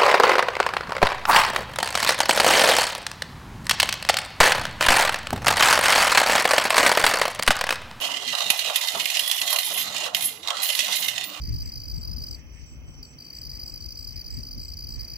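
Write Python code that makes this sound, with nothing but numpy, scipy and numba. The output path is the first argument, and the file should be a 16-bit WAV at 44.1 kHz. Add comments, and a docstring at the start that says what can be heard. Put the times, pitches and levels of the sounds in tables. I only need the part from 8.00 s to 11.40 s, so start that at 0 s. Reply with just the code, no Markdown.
"""Coin sorter on a table.

Coins tumble through a plastic sorting machine, close to a phone held left of it. Loud knocks and a
dense rattle ring the case and the coins; a few coins sing on. Landing coins thud in the hollow
drawers, hard knocks shake the table, and the motor hums below."""
import sys
import numpy as np
from scipy import signal
from scipy.fft import rfft, irfft
from scipy.io import wavfile
from scipy.ndimage import uniform_filter1d
from numba import njit

SR = 44100
rng = np.random.default_rng(int(sys.argv[2]) if len(sys.argv) > 2 else 0)


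def generate_wav(signal):
    """Clip the signal to [-1, 1] and save it as 16-bit WAV at the path in sys.argv[1]."""
    frames = np.transpose(np.atleast_2d(signal))
    scaled = np.clip(frames, -1, 1) * 32767
    pcm = np.round(scaled).astype(np.int16)
    wavfile.write(sys.argv[1], SR, pcm)


N = 149940
STEP = 64  # samples per control step
TIME_S = np.arange(N) / SR
STEP_S = np.arange(N // STEP + 1) * STEP / SR


def undb(db):
    return 10 ** (np.asarray(db) / 20)


def band(x, lo_hz, hi_hz):
    return signal.sosfilt(signal.butter(3, [lo_hz, hi_hz], "band", fs=SR, output="sos"), x)


def decay(x, tau_s):
    return signal.lfilter([1], [1, -np.exp(-1 / (tau_s * SR))], x)


def curve(rows, column=1):
    """Gain per sample from dB breakpoints."""
    rows = np.array(rows)
    return undb(np.interp(TIME_S, rows[:, 0], rows[:, column]))


def walk(rate_hz):
    """Slewed random levels, one per control step; spread near 1."""
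    hold = int(SR / STEP / rate_hz) + 2
    levels = np.repeat(rng.standard_normal(N // STEP // hold + 2), hold)
    return uniform_filter1d(levels, hold // 2)[:len(STEP_S)]


def noise(correlation=.3):
    """Two-channel noise, partly shared."""
    shared, own = rng.standard_normal((2, N))
    return np.array([correlation * shared + np.sqrt(1 - correlation ** 2) * own, shared])


@njit
def resonance(x, gain, hz, width_hz):
    """State-variable band-pass; gain and pitch move each control step."""
    g, damping = np.tan(np.pi * hz / SR), width_hz / hz
    y = np.empty(x.shape)
    for c in range(x.shape[0]):
        mid, low = 0., 0.
        for i in range(x.shape[1]):
            j = i // STEP
            v = (mid + g[j] * (gain[j] * x[c, i] - low)) / (1 + g[j] * (g[j] + damping[j]))
            mid, low = 2 * v - mid, low + 2 * g[j] * v
            y[c, i] = damping[j] * v
    return y


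def ring(x, modes, flicker_db, rate_hz, drift, boost_db=lambda hz: 0):
    """A body's modes at constant total power; as things shift, their levels and pitches wander."""
    gains = np.array([undb(db + boost_db(hz) + flicker_db * walk(rate_hz)) for hz, _, db in modes])
    gains /= np.sqrt(sum(g ** 2 * width * np.pi / SR for g, (_, width, _) in zip(gains, modes)))
    return sum(resonance(x, g, hz * (1 + drift * walk(rate_hz)), width)
               for g, (hz, width, _) in zip(gains, modes))


def contact(times, db, decay_s, attack_s=.0008):
    """Envelope of sudden contacts: fast decay, faint longer tail."""
    hits = np.bincount((times * SR).astype(int), undb(db), N)
    envelope = decay(hits, decay_s) + undb(-22.5) * decay(hits, tau_s=.02)
    return decay(envelope, attack_s) / (attack_s * SR)


def rattle(scatter_db, clicks_per_s=700):
    """Unit-RMS envelope of many small, uneven contacts."""
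    when, chance = rng.random((int(clicks_per_s * N / SR), 2)).T
    hits = np.bincount((when * N).astype(int), undb(-scatter_db * np.log(chance + .033)), N)
    envelope = decay(hits, tau_s=.0067)
    return envelope / np.sqrt(np.mean(envelope ** 2))


# Motor modes: f/Hz, width/Hz, relative level/dB
MOTOR_MODES = [(105.2, 7.3, 0.5), (163, 78, -1), (207, 27, -2), (279, 41, 1.5), (420, 53, -4.5)]
# Bass level, with brief dips: t/s, level/dB
BASS_LEVEL = [(0.0, -54), (0.33, -51), (0.39, -77), (0.47, -46.5), (0.54, -71), (0.69, -53), (0.81, -85),
              (0.97, -46), (1.17, -75), (1.23, -53), (1.32, -82), (1.42, -56), (1.6, -78), (1.71, -52.5),
              (2.46, -55), (2.51, -76), (2.59, -55), (2.69, -85), (2.8, -57), (3.4, -54.5)]


def bass():
    """A faint low rumble that cuts out briefly around loud knocks."""
    rumble = ring(noise(.96), MOTOR_MODES, flicker_db=6.5, rate_hz=12, drift=.088)
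    return curve(BASS_LEVEL) * band(rumble, 53, 790)


def motor_hum(hz=301.5, start_s=3.17, swell_s=.08):
    """A hum comes out near the end, as the clatter thins."""
    age_s = np.maximum(TIME_S - start_s, 0)
    gain = undb(-49 + 2.6 * np.repeat(walk(20), STEP)[:N]) * (1 - np.exp(-age_s / swell_s))
    return band(gain * np.sin(2 * np.pi * hz * age_s), 150, 600)


# Hollow drawer modes: f/Hz, width/Hz, relative level/dB
DRAWER_MODES = [(582, 260, 12), (678, 110, 11.5), (865, 140, 4.5), (1047, 200, 11), (1210, 53, -1.5)]
# Tumbling in the drawers: t/s, level/dB
DRAWER_TUMBLE = [(0.0, -33.5), (0.29, -49.5), (0.36, -41.5), (1.39, -45), (1.56, -35.5), (1.63, -47.5),
                 (2.05, -40), (2.42, -54), (2.5, -39), (3.27, -50), (3.4, -43.5)]
# Coins landing: t/s, relative level/dB
LANDINGS = [(0.33, -21.5), (0.404, -28), (0.501, -43), (0.649, -27.5), (0.697, -20.5), (0.946, -24),
            (1.523, -32), (1.707, -30), (2.026, -31), (2.059, -25), (2.48, -28), (2.505, -25),
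            (2.881, -26.5)]


def drawers(knock_s, knock_db):
    """Knocks, landings and tumbling coins ring the hollow drawers."""
    land_s, land_db = np.array(LANDINGS).T
    drive = contact(knock_s, knock_db - 42, decay_s=.0025) + contact(land_s, land_db - 10, decay_s=.023)
    drive += curve(DRAWER_TUMBLE) * rattle(scatter_db=.87)
    return band(ring(drive * noise(), DRAWER_MODES, flicker_db=6.4, rate_hz=15, drift=.075), 572, 1550)


LOW_HZ, MID_HZ, HIGH_HZ, THIN_HZ = 11063, 12188, 14813, 14966
# Coins that sing on, at the pitches above: t/s, f/Hz, level/dB, swell/s, T60/s
SINGING_COINS = [(1.778, MID_HZ, -23, 0.0089, 0.26), (1.80, HIGH_HZ, -44, .02, 0.26),
                 (1.96, HIGH_HZ, -51, 0.022, 0.27), (2.233, LOW_HZ, -15, 0.033, 0.18),
                 (2.64, THIN_HZ, -28, .01, 0.28), (2.80, HIGH_HZ, -48, 0.009, 1.3),
                 (2.955, HIGH_HZ, -37, .01, .5), (3.238, HIGH_HZ, -34, .006, 0.26)]


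def singing():
    """Single coin modes swell, waver and fade."""
    out = np.zeros(N)
    for start_s, hz, db, swell_s, t60_s in SINGING_COINS:
        age_s = np.maximum(TIME_S - start_s, 0)
        waver_db = 3.4 * uniform_filter1d(np.repeat(walk(70), STEP)[:N], size=STEP)
        envelope = undb(db - 60 * age_s / t60_s + waver_db) * (1 - np.exp(-age_s / swell_s))
        out += envelope * np.sin(2 * np.pi * hz * age_s)
    return out


# Coin modes: f/Hz, width/Hz, relative level/dB
COIN_MODES = [(9200, 2700, -17), (10550, 790, 2.5), (11050, 640, 8.5), (11360, 230, 7.5), (12140, 500, 4),
              (13240, 1300, 5.5), (14100, 740, -1.5), (14380, 380, 5), (15500, 390, 3.5)]


def jingle(drive):
    """Contacts ring the coins' high metal modes."""
    return band(ring(drive * noise(), COIN_MODES, flicker_db=3, rate_hz=24, drift=.004), 3800, 19000)


# Case modes: f/Hz, width/Hz, relative level/dB
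CASE_MODES = [(2016, 62, 15), (2540, 52, 1), (2507, 83, 7.5), (2874, 218, 16), (3126, 68, 13.5),
              (3380, 68, 14.5), (3746, 138, 14.5), (4127, 205, 11), (4834, 220, 5.5), (5220, 110, 6.5),
              (5790, 260, 4.5), (6620, 220, 5), (7330, 220, -12), (2143, 99, 9)]
# Where the case rings most: t/s, f/Hz
CASE_FOCUS = [(0.3, 2830), (0.37, 4150), (0.48, 4000), (0.55, 2780), (0.85, 3600), (1.05, 2850),
              (1.3, 3400), (1.9, 3900), (2.15, 2600), (2.5, 3870), (2.78, 2700), (3.0, 3800), (3.2, 2700)]


def case(drive, focus_db=3.5, focus_octaves=.18):
    """The plastic case rings; the favoured modes shift as the coins move round it."""
    centre_hz = np.interp(STEP_S, *np.array(CASE_FOCUS).T)

    def boost_db(hz):
        return focus_db * np.exp(-(np.log2(hz / centre_hz) / focus_octaves) ** 2)

    return ring(drive * noise(), CASE_MODES, flicker_db=3.5, rate_hz=10, drift=.012, boost_db=boost_db)


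def clack(drive, knock_s, clack_hz):
    """One broad resonance, retuned at each knock."""
    latest = (np.searchsorted(knock_s, STEP_S + STEP / SR) - 1).clip(0)
    return resonance(drive * noise(), np.full(len(STEP_S), undb(16)), clack_hz[latest], width_hz=330.)


# Rattle envelope: t/s, case level/dB, coin level/dB
RATTLE_LEVELS = [(0.0, -27.5, -30.5), (0.26, -35, -82), (0.35, -30.5, -47), (1.83, -31, -30),
                 (1.89, -36.5, -109), (2.06, -30, -41.5), (2.13, -54, -106), (2.15, -36.5, -45),
                 (2.26, -35, -25), (2.41, -51, -73), (2.49, -37, -68), (2.61, -32.5, -69),
                 (2.63, -31.5, -30), (2.91, -30, -38.5), (3.05, -28.5, -29), (3.12, -33.5, -50),
                 (3.4, -41, -73)]
# Coin knocks: t/s, relative level/dB, jingle offset/dB, clack f/Hz
COIN_KNOCKS = [(0.2917, -23, -30, 2060), (0.3503, -8, -27, 4160), (0.384, -13, -20, 4400),
               (0.405, -8.5, -30, 4130), (0.5015, 4.5, -10, 2900), (0.5734, -27, 6, 2900),
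               (0.5915, -4.5, -15, 4200), (0.6447, -10.5, -24, 2930), (0.698, -9, -29, 3100),
               (0.7584, -1.5, -4.5, 3420), (0.8115, -12, -7, 3480), (0.8724, -11, -10, 4600),
               (0.8836, -6.5, -19, 3550), (0.9973, -7, -31, 3640), (1.0552, -1.5, -14.5, 2640),
               (1.1008, -9.5, -12, 2980), (1.1393, -19, -10, 2800), (1.1493, -16, -22, 4100),
               (1.1683, -3, -20, 2920), (1.193, -4.5, -6, 3000), (1.276, -8.5, -9, 4000),
               (1.295, -11.5, -21, 4010), (1.3127, -1, -10, 3140), (1.4147, -3, -25, 2830),
               (1.476, -8, -17, 2700), (1.502, -9, -3, 2900), (1.5274, -7, -4, 3080),
               (1.5603, -2.5, -33, 3020), (1.586, -6, -5.5, 3100), (1.631, -11.5, -22, 3400),
               (1.7757, -9, -10, 3060), (1.9645, -14.5, -11, 3770), (1.9809, -9, -45, 3740),
               (2.0627, -16, -43, 3070), (2.1467, -0.5, -12, 3000), (2.166, -9, -11, 2840),
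               (2.2074, -12, -15, 3480), (2.222, -13.5, -11, 3450), (2.4298, -22, -27, 3000),
               (2.4732, -8.5, -29, 3700), (2.482, -6.5, -34, 3800), (2.5032, -4.5, -48, 3180),
               (2.5681, -10.5, -47, 3200), (2.601, -15, -22, 3810), (2.618, -15, -5, 3770),
               (2.6294, -8, -3.5, 4040), (2.689, -5, -14, 3420), (2.7, -5, -20, 2900),
               (2.75, -7.5, -12, 3960), (2.7906, 0.5, -31, 2790), (2.8037, -5, -31, 2620),
               (2.922, -15, -17, 4000), (2.957, -19, 4, 3020), (3.0828, -5, -10, 3400),
               (3.1791, -6, -23, 2880), (3.21, -11.5, -30, 2800), (3.239, -16, -6, 2700)]


def tumbling_coins():
    """Knocks and rattle drive case, coins and drawers; knocks crack, and hard ones shake the table."""
    knock_s, knock_db, jingle_db, clack_hz = np.array(COIN_KNOCKS).T
    knocks = contact(knock_s, knock_db - 16, decay_s=.003)
    case_drive = knocks + curve(RATTLE_LEVELS) * rattle(scatter_db=2.8)
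    coin_drive = contact(knock_s, knock_db + jingle_db - 9.5, decay_s=.0056)
    coin_drive += curve(RATTLE_LEVELS, column=2) * rattle(scatter_db=.7)
    plastic = band(case(case_drive) + clack(knocks, knock_s, clack_hz), 1810, 22000)
    crack = band(contact(knock_s, knock_db - 23, decay_s=.0015) * noise(), 2400, 9400)
    table_bump = band(contact(knock_s, 3 * knock_db - 31.5, decay_s=.0035) * noise(.9), 60, 1500)
    return plastic + crack + table_bump + jingle(coin_drive) + drawers(knock_s, knock_db)


def room(x, level_db=-12, t60_s=.35):
    """Short diffuse reflections, starting after 4 ms."""
    age_s = np.arange(int(.4 * SR)) / SR
    tail = rng.standard_normal((2, len(age_s))) * undb(-60 * age_s / t60_s) * (age_s > .004)
    tail *= undb(level_db) / np.sqrt(np.sum(tail ** 2, axis=1, keepdims=True))
    return signal.fftconvolve(x, tail, axes=1)[:, :N]


def scene():
    """Coins and their reflections over hum and rumble."""
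    coins = tumbling_coins() + singing()
    return motor_hum() + bass() + coins + room(coins)


# Stereo balance: f/Hz, left minus right/dB
BALANCE = [(60, -4), (110, 2), (200, 0), (380, -4.5), (700, -4), (1290, -2), (2380, -9), (4400, -11),
           (8120, -7.5), (15000, -7)]


def record(dry, mic_top_hz=15420, cutoff_hz=16300):
    """The right port faces the machine; the phone clips and cuts the top."""
    hz = np.fft.rfftfreq(N, 1 / SR)
    point_hz, point_db = np.array(BALANCE).T
    balance_db = np.interp(np.log(hz + 1), np.log(point_hz), point_db)
    response = undb([balance_db / 2, -balance_db / 2]) / np.sqrt(1 + (hz / mic_top_hz) ** 400)
    clipped = irfft(rfft(dry) * response, N).clip(-1, 1)
    return signal.sosfilt(signal.ellip(10, .2, 70, cutoff_hz, fs=SR, output="sos"), clipped)


dry = scene()
out = record(dry)
generate_wav(out)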